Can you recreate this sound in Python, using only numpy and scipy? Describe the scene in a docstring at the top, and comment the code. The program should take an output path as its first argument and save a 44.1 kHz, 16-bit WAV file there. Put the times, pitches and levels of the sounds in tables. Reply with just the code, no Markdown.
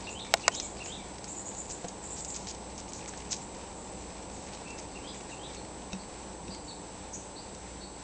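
"""Squirrel in an indoor plant pot

Close to the microphone, a squirrel rummages in the dry leaves and soil of a large pot by a door:
leaves snap, crumbs crack, a twig rings and the pot thumps under its hops. Farther off, outside,
three songbirds whistle and buzz over a steady rush of air and a low appliance hum.
The small hand-held camera clicks twice, whines faintly and ticks once a second."""
import sys
import numpy as np
from scipy import signal
from scipy.fft import rfft, irfft
from scipy.io import wavfile
from scipy.ndimage import map_coordinates

SR = 44100
rng = np.random.default_rng(int(sys.argv[2]) if len(sys.argv) > 2 else 0)


def materialize(psi):
    """Save the field psi as 16-bit PCM at rate SR to the path in sys.argv[1].

    A 1-D psi becomes a single channel; in a 2-D psi each row is a channel.
    """
    bounded = np.clip(np.atleast_2d(psi).T, -1, 1)
    quanta = np.round(bounded * 32767).astype(np.int16)
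    wavfile.write(sys.argv[1], SR, quanta)


N = 354123
T = np.arange(N) / SR

# bright spectrum of a dry leaf cracking: (frequency [Hz], level [dB])
LEAF_SPECTRUM = [(300, -23), (1000, -22), (2500, -11.5), (3500, -8), (5000, -4), (6500, 1), (8000, -5)]


def amp(db):
    """Decibels to gain."""
    return 10 ** (np.asarray(db) / 20)


def unit(x):
    """Scales to rms 1."""
    return x / np.sqrt(np.mean(x ** 2) + 1e-20)


def add(mix, s, sound):
    """Mixes a sound in at s seconds."""
    part = mix[max(0, round(s * SR)):][:len(sound)]
    part += sound[:len(part)]


def colour(x, points, tilt_db=0):
    """Filters by (Hz, dB) points, tilted by tilt_db an octave between 1.5 and 8 kHz."""
    hz = np.fft.rfftfreq(len(x), 1 / SR) + 1
    point_hz, point_db = np.transpose(points)
    curve = np.interp(np.log(hz), np.log(point_hz), point_db)
    tilt = tilt_db * np.log2(np.clip(hz, 1500, 8000) / 5000)
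    return irfft(rfft(x) * amp(curve + tilt), len(x))


def drift(size, rate):
    """A smooth random wander, rms about 1, that changes rate times a second."""
    knots = rng.standard_normal(4096)
    return map_coordinates(knots, [np.arange(size) * rate / SR], mode="wrap")


def sine(hz):
    """A tone that follows a pitch curve."""
    return np.sin(2 * np.pi * np.cumsum(hz) / SR)


def mode(t, hz, db, t60):
    """One resonance, dying by 60 dB in t60 seconds."""
    return amp(db - 60 * t / t60) * np.sin(2 * np.pi * hz * t)


def echoes(x, t60, gap):
    """A tail of scattered reflections that starts after gap seconds."""
    t = np.arange(SR // 2) / SR
    reflections = rng.standard_normal(len(t)) * (rng.random(len(t)) < .1)
    tail = reflections * amp(-60 * t / t60) * (t > gap)
    return signal.oaconvolve(x, tail / np.linalg.norm(tail))[:N]


def room_air(hiss_db=-53.5, waver=0.00308, throb=0.27):
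    """Room tone: rushing air, thin hiss and the wavering hum of a running appliance."""
    # spectra of the low rush and of the hiss: (frequency [Hz], level [dB])
    air_spectrum = [(12, -46.5), (20, -22.5), (27, -7.5), (49, -7.5), (97, -4.5), (129, -8), (192, -3.5),
                    (261, -7), (300, -4), (394, -6.5), (460, -6), (574, -7.5), (637, -9.5), (882, -6),
                    (1200, -17.5), (1560, -39), (2640, -120)]
    hiss_spectrum = [(710, -36.5), (1200, -10.5), (1330, -1.5), (1580, -2.5), (2210, -4), (2550, -3.5),
                     (3250, -7), (3700, -4.5), (5440, -6), (6140, -4.5), (6720, -13), (7300, 1),
                     (9490, -24), (16100, -120)]
    # slow rise and fall of the rush: (time [s], level [dB])
    air_levels = [(0.7, -44.5), (1.08, -45.5), (4.93, -44.5), (7.9, -47)]
    # the appliance's tones: (frequency [Hz], level [dB])
    hum_tones = [(59.2, -55.5), (194, -60), (295, -63), (514, -64.5), (1122, -75.5), (1418, -76)]
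    air_db = np.interp(T, *np.transpose(air_levels)) - 0.17
    air = unit(colour(rng.standard_normal(N), air_spectrum)) * amp(air_db)
    hiss = unit(colour(rng.standard_normal(N), hiss_spectrum)) * amp(hiss_db + 1.27 * drift(N, 12))
    hum = np.zeros(N)
    for hz, db in hum_tones:
        swell = 1 + throb * drift(N, 5.1)
        hum += amp(db) * np.sqrt(2) * swell * sine(hz * (1 + waver * drift(N, 9)))
    return air + hiss + hum


def camera_whine(frame_hz=30, whine_hz=7867, blip_hz=7582, blip_s=0.0011, first_tick_s=0.548):
    """The camera's electronics leak in: a whine, blips, a tick each second and a thin whistle."""
    polarity = np.tanh(20 * np.sin(np.pi * frame_hz * T))  # flips each frame
    whine = np.sin(2 * np.pi * whine_hz * T) * polarity
    half_frame = 1 / (2 * frame_hz)
    from_blip = (T + half_frame / 2) % half_frame - half_frame / 2
    blips = np.sin(2 * np.pi * blip_hz * T) * np.exp(-(from_blip / blip_s) ** 2)
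    since_tick = (T - first_tick_s) % 1
    tick = unit(colour(rng.standard_normal(N), LEAF_SPECTRUM, tilt_db=-3)) * np.exp(-since_tick / .004)
    thin = sine(6290 + 50 * drift(N, 20) + 45 * drift(N, 200))  # the pitch wanders and jitters
    return amp(-51) * whine + amp(-48) * blips + amp(-38) * tick + amp(-63) * thin


def crumb_sizes(count, spread_db):
    """Uneven gains: many small crumbs, a few large."""
    return amp(spread_db * np.minimum(rng.exponential(1, count), 3))


def soil(crumbs_per_s=110, decay_s=0.0025, gain_db=-2):
    """Small crumbs of soil crack and fall under the paws, duller than the leaves."""
    # how hard the paws work the soil: (time [s], level [dB])
    digging = [(0, -50.5), (1.0, -56), (1.6, -60), (2.2, -59), (2.65, -59), (2.95, -51), (3.2, -51),
               (3.5, -57), (4.2, -57), (4.6, -54), (5.0, -55), (6.4, -60), (8, -74)]
    # spectrum of a crumb cracking: (frequency [Hz], level [dB])
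    crumb_spectrum = [(400, -21), (900, -5), (1500, -7.5), (2400, 0), (3500, -7), (6500, -3.5), (8000, -13)]
    impacts = crumb_sizes(N, spread_db=3) * (rng.random(N) < crumbs_per_s / SR)
    envelope = signal.lfilter([1], [1, -np.exp(-1 / (decay_s * SR))], impacts + 1e-12)
    crackle = unit(colour(envelope * rng.standard_normal(N), crumb_spectrum))
    return crackle * amp(np.interp(T, *np.transpose(digging)) + gain_db)


def whistle(length, pitches, depth_hz, trill_per_s, flutter=0.38):
    """A bird's note of rms 1 arching through three pitches; a slow trill warbles, a fast one buzzes."""
    progress = np.linspace(0, 1, int(length * SR))
    size = len(progress)
    arch = np.polyval(np.polyfit([0, .5, 1], pitches, 2), progress)
    roughness = min(trill_per_s / 130, 1) ** 2
    trill = np.sin(2 * np.pi * (trill_per_s * length * progress + rng.random()))
    trill += .6 * roughness * drift(size, 3 * trill_per_s)
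    tone = sine(arch + depth_hz * trill) * (1 + flutter * roughness * drift(size, 350))
    return unit(tone * signal.windows.tukey(size, .3))


def bird_songs():
    """The first bird repeats the same five syllables, louder or softer."""
    # each delivery of the song: (time [s], level [dB])
    songs = [(0.069, -41.5), (0.434, -42), (0.801, -43), (4.951, -47.5), (5.311, -47.5)]
    # a slur, a hook, a rise, a buzz and a soft low end: (delay [s], length [s], start pitch [Hz],
    # middle pitch [Hz], end pitch [Hz], level [dB], trill depth [Hz], trill rate [1/s])
    syllables = [(-.03, .034, 4870, 4270, 3450, -9.5, 250, 160), (0, 0.028, 2470, 2824, 2250, 0, 30, 42),
                 (.078, 0.057, 3010, 3160, 3380, -5.5, 50, 150),
                 (0.118, 0.043, 3480, 3740, 3780, -1.5, 237, 140),
                 (0.181, 0.039, 2450, 2290, 2220, -12, 30, 75)]
    out = np.zeros(N)
    for s, db in songs:
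        for delay, length, *pitches, syllable_db, depth_hz, trill_per_s in syllables:
            add(out, s + delay, amp(db + syllable_db) * whistle(length, pitches, depth_hz, trill_per_s))
    return out


def leaf_snaps(build_s=0.00085, snap_s=0.00063, decay_s=0.0056, snap_db=4, gain_db=-25):
    """A leaf vein or a claw strains, lets go with a snap and crackles for a few milliseconds."""
    # leaf snaps and claw ticks: (time [s], level [dB], brightness [dB/octave])
    snaps = [(0.093, -22, -1), (0.551, -16, -3), (0.6, -12, -3.5), (0.86, -22, -4), (1.183, -27.5, -7),
             (1.243, -20, 3), (1.884, -20.5, 7), (2.248, -13.5, 7), (2.303, -23, 1), (2.363, -12.5, 11),
             (2.471, -20.5, -6.5), (2.779, -24, 6), (2.934, -15.5, 10), (3.083, -31, -16),
             (3.137, -27, -14), (3.176, -18.5, 15), (3.3202, -11, -0.5), (3.329, -10.5, -2.5),
             (3.3653, -18, 8), (4.535, -28.5, -4), (4.705, -26, -1), (4.787, -30, 0), (5.931, -23.5, -3)]
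    out, t = np.zeros(N), np.arange(-1024, 1024) / SR
    crackle = np.exp(-abs(t) / np.where(t < 0, build_s, decay_s))
    release = amp(snap_db) * np.exp(-abs(t) / snap_s) * (t >= 0)
    for s, db, tilt_db in snaps:
        crack = rng.standard_normal(len(t)) * (crackle + release)
        add(out, s + t[0], amp(db + gain_db) * unit(colour(crack, LEAF_SPECTRUM, tilt_db)))
    return out


def bird_buzzes():
    """The second bird gives thin, rising buzzes, alone or in quick runs."""
    # its high calls: (time [s], length [s], pitch [Hz], level [dB])
    calls = [(0.1, 0.034, 7210, -45), (0.532, .05, 7050, -42.5), (0.617, .055, 7370, -41),
             (0.836, 0.055, 7250, -43.5), (1.273, 0.067, 7350, -43), (1.358, .056, 7430, -41.5),
             (1.454, .048, 7380, -40), (1.558, 0.053, 7270, -40.5), (1.688, .064, 7520, -42.5),
             (2.019, 0.084, 7620, -45), (2.097, 0.059, 7430, -41.5), (2.178, 0.056, 7500, -42),
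             (2.271, 0.065, 7400, -41), (3.411, .031, 7830, -47), (3.722, 0.37, 7680, -55.5),
             (4.327, .05, 7400, -52), (5.141, .05, 7460, -51.5), (5.301, 0.054, 7420, -51.5),
             (6.618, .18, 7750, -55), (7.126, 0.0374, 6700, -40.5)]
    out = np.zeros(N)
    for s, length, hz, db in calls:
        rise = [.945 * hz, hz, 1.025 * hz]
        add(out, s, amp(db) * whistle(length, rise, depth_hz=453, trill_per_s=122))
    return out


def case_clicks(crack_db=-15, crack_s=0.0024):
    """Handling noise: the plastic case snaps under a finger, right beside the microphone."""
    # modes of the case, pressed at two spots:
    # (frequency [Hz], t60 [s], level at the first spot [dB], level at the second [dB])
    case_modes = [(690, 0.046, -19.5, -25.5), (810, 0.022, -15, -48), (1024, 0.046, -30, -28),
                  (1220, 0.017, -34, -21), (1480, 0.022, -22, -19), (1890, 0.025, -25, -22),
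                  (2185, 0.016, -19, -17), (2400, 0.013, -19, -22.5), (2790, 0.015, -20.5, -22),
                  (3070, 0.0075, -17.5, -40), (4020, 0.0034, -10.5, -14), (5000, 0.0073, -14.5, -14.5),
                  (6650, 0.0089, -20.5, -22), (7050, 0.0039, -17.5, -8.5), (7640, 0.0066, -13, -39)]
    # one press at each spot: (time [s], level [dB])
    presses = [(0.3396, 1), (0.4804, 2.5)]
    out, t = np.zeros(N), np.arange(4096) / SR
    for spot, (s, db) in enumerate(presses):
        ring = sum(mode(t, hz, levels[spot], t60) for hz, t60, *levels in case_modes)
        crack = amp(crack_db) * rng.standard_normal(len(t)) * np.exp(-t / crack_s)
        add(out, s, amp(db) * (ring + crack))
    low_cut = signal.butter(5, 520, "high", fs=SR, output="sos")  # so small a case radiates no bass
    return signal.sosfilt(low_cut, out)


def paw_strokes(grains_per_s=2200):
    """Each stroke of a paw breaks a swarm of crumbs and leaf edges of uneven size."""
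    # sweeps through the leaves: (time [s], length [s], level [dB], brightness [dB/octave])
    strokes = [(0.366, 0.019, -47, -5), (0.394, 0.047, -47.5, -5), (0.517, 0.047, -43.5, -3),
               (1.691, 0.035, -40, 2), (1.843, 0.011, -45.5, -8.5), (1.882, 0.012, -43, -1),
               (2.162, 0.05, -42.5, -1), (2.338, 0.04, -39.5, 0), (2.386, 0.077, -47.5, 5),
               (2.479, 0.038, -37, 0.5), (2.778, 0.028, -41, 1), (2.887, 0.02, -43, 6),
               (2.93, 0.082, -43, 8), (3.077, 0.02, -34.5, 17), (3.305, 0.044, -34.5, 3.5),
               (3.311, 0.021, -27, 19), (4.324, 0.16, -52, 2), (4.512, 0.046, -53, -10),
               (4.78, .022, -41, 1)]
    out, t = np.zeros(N), np.arange(8192) / SR
    for s, length, db, tilt_db in strokes:
        sizes = crumb_sizes(len(t), spread_db=16) * rng.choice([-1, 1], len(t))
        grains = sizes * (0.36 + (rng.random(len(t)) < grains_per_s / SR))  # some stand out of the bed
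        pressure = np.sin(np.pi * np.minimum(t / length, 1)).clip(0) ** 0.19
        rustle = unit(colour(grains * pressure, LEAF_SPECTRUM, tilt_db))
        add(out, s, amp(db) * np.sqrt(length / t[-1]) * rustle)
    return out


def pot_thumps():
    """The soil-filled pot answers a hop with a few damped low modes."""
    # the body's weight landing: (time [s], level [dB], hardness [dB/octave])
    landings = [(1.699, -47, 9), (1.8445, -40, 10.5), (5.933, -33.5, 1.5), (6.49, -40, -2)]
    # modes of the pot: (frequency [Hz], level [dB], t60 [s])
    pot_modes = [(191, 1.5, 0.15), (343, -6.5, 0.056), (504, -7.5, 0.072), (696, -13.5, 0.067)]
    out, t = np.zeros(N), np.arange(SR // 4) / SR
    for s, db, hardness in landings:
        for hz, mode_db, t60 in pot_modes:
            octaves_up = np.log2(hz / pot_modes[0][0])
            add(out, s, mode(t, hz, db + mode_db + hardness * octaves_up, t60))
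    return out


def bird_chirps(warbles_per_s=46, under_ratio=.885, under_db=-8.5):
    """The third bird sings a warbling arch in two voices, one a little lower and softer."""
    # its chirps: (time [s], length [s], middle pitch [Hz], end pitch [Hz], level [dB], warble depth [Hz])
    chirps = [(4.657, 0.025, 2660, 2560, -50, 30), (4.698, 0.025, 2724, 2520, -49, 30),
              (5.073, 0.04, 4940, 4520, -52, 19), (5.564, 0.034, 4390, 3900, -52, 170),
              (5.985, 0.045, 4520, 4700, -54.5, 150), (6.5, 0.05, 4740, 4460, -48, 170),
              (6.675, 0.044, 4480, 3570, -47, 42), (7.355, 0.06, 4550, 4850, -49.5, 190),
              (7.803, 0.061, 4500, 4250, -50.5, 160)]
    out = np.zeros(N)
    for s, length, hz, end_hz, db, depth_hz in chirps:
        arch = np.array([0.93 * hz, hz, end_hz])
        add(out, s, amp(db) * whistle(length, arch, depth_hz, warbles_per_s))
        add(out, s, amp(db + under_db) * whistle(length, under_ratio * arch, depth_hz, warbles_per_s))
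    return out


def twig_taps():
    """Claws knock a dry twig, which rings briefly in its bending modes."""
    # claw knocks: (time [s], level [dB])
    knocks = [(5.922, -47), (5.932, -34.5), (6.481, -43)]
    # modes of the twig: (frequency [Hz], level [dB], t60 [s])
    twig_modes = [(2130, -13, .02), (2660, 1.5, 0.024), (3820, 2, 0.017), (5650, 1, 0.021),
                  (6240, -13, 0.013)]
    out, t = np.zeros(N), np.arange(4096) / SR
    ring = sum(mode(t, hz, db, t60) for hz, db, t60 in twig_modes)
    for s, db in knocks:
        add(out, s, amp(db) * ring)
    return out


def scene(room_db=-11, wall_delay_s=.017):
    """One microphone: the squirrel close, with a little room; the birds far, off a wall and the garden."""
    squirrel = leaf_snaps() + paw_strokes() + soil() + twig_taps() + pot_thumps()
    room = amp(room_db) * echoes(squirrel, t60=0.3, gap=.003)
    birds = bird_songs() + bird_buzzes() + bird_chirps()
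    wall = np.pad(birds, (round(wall_delay_s * SR), 0))[:N]
    garden = echoes(birds, t60=.5, gap=.006)
    outside = amp(-2.5) * birds + amp(-11) * wall + amp(-5) * garden
    return (squirrel + room + outside + case_clicks() + room_air() + camera_whine())[None]


def low_pass(x, hz, taps=255, window=("kaiser", 8)):
    """A steep treble cut with no delay."""
    return signal.oaconvolve(x, signal.firwin(taps, hz, window=window, fs=SR), "same")


def record(dry, camera_sr=16000, ceiling=0.72):
    """The camera's low sampling rate mirrors the top of the treble; the two clicks just overload it."""
    band = low_pass(dry[0], camera_sr / 2 + 100, taps=151, window="hamming")
    mirrored = band * (1 + 2 * np.cos(2 * np.pi * camera_sr * T))
    rolled_off = colour(mirrored, [(7600, 0), (8150, -3.5), (8500, -15), (8900, -35.5)])
    clipped = np.clip(low_pass(rolled_off, hz=9200), -ceiling, ceiling)
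    return low_pass(clipped, hz=16500)[None]


dry = scene()
out = record(dry)
materialize(out)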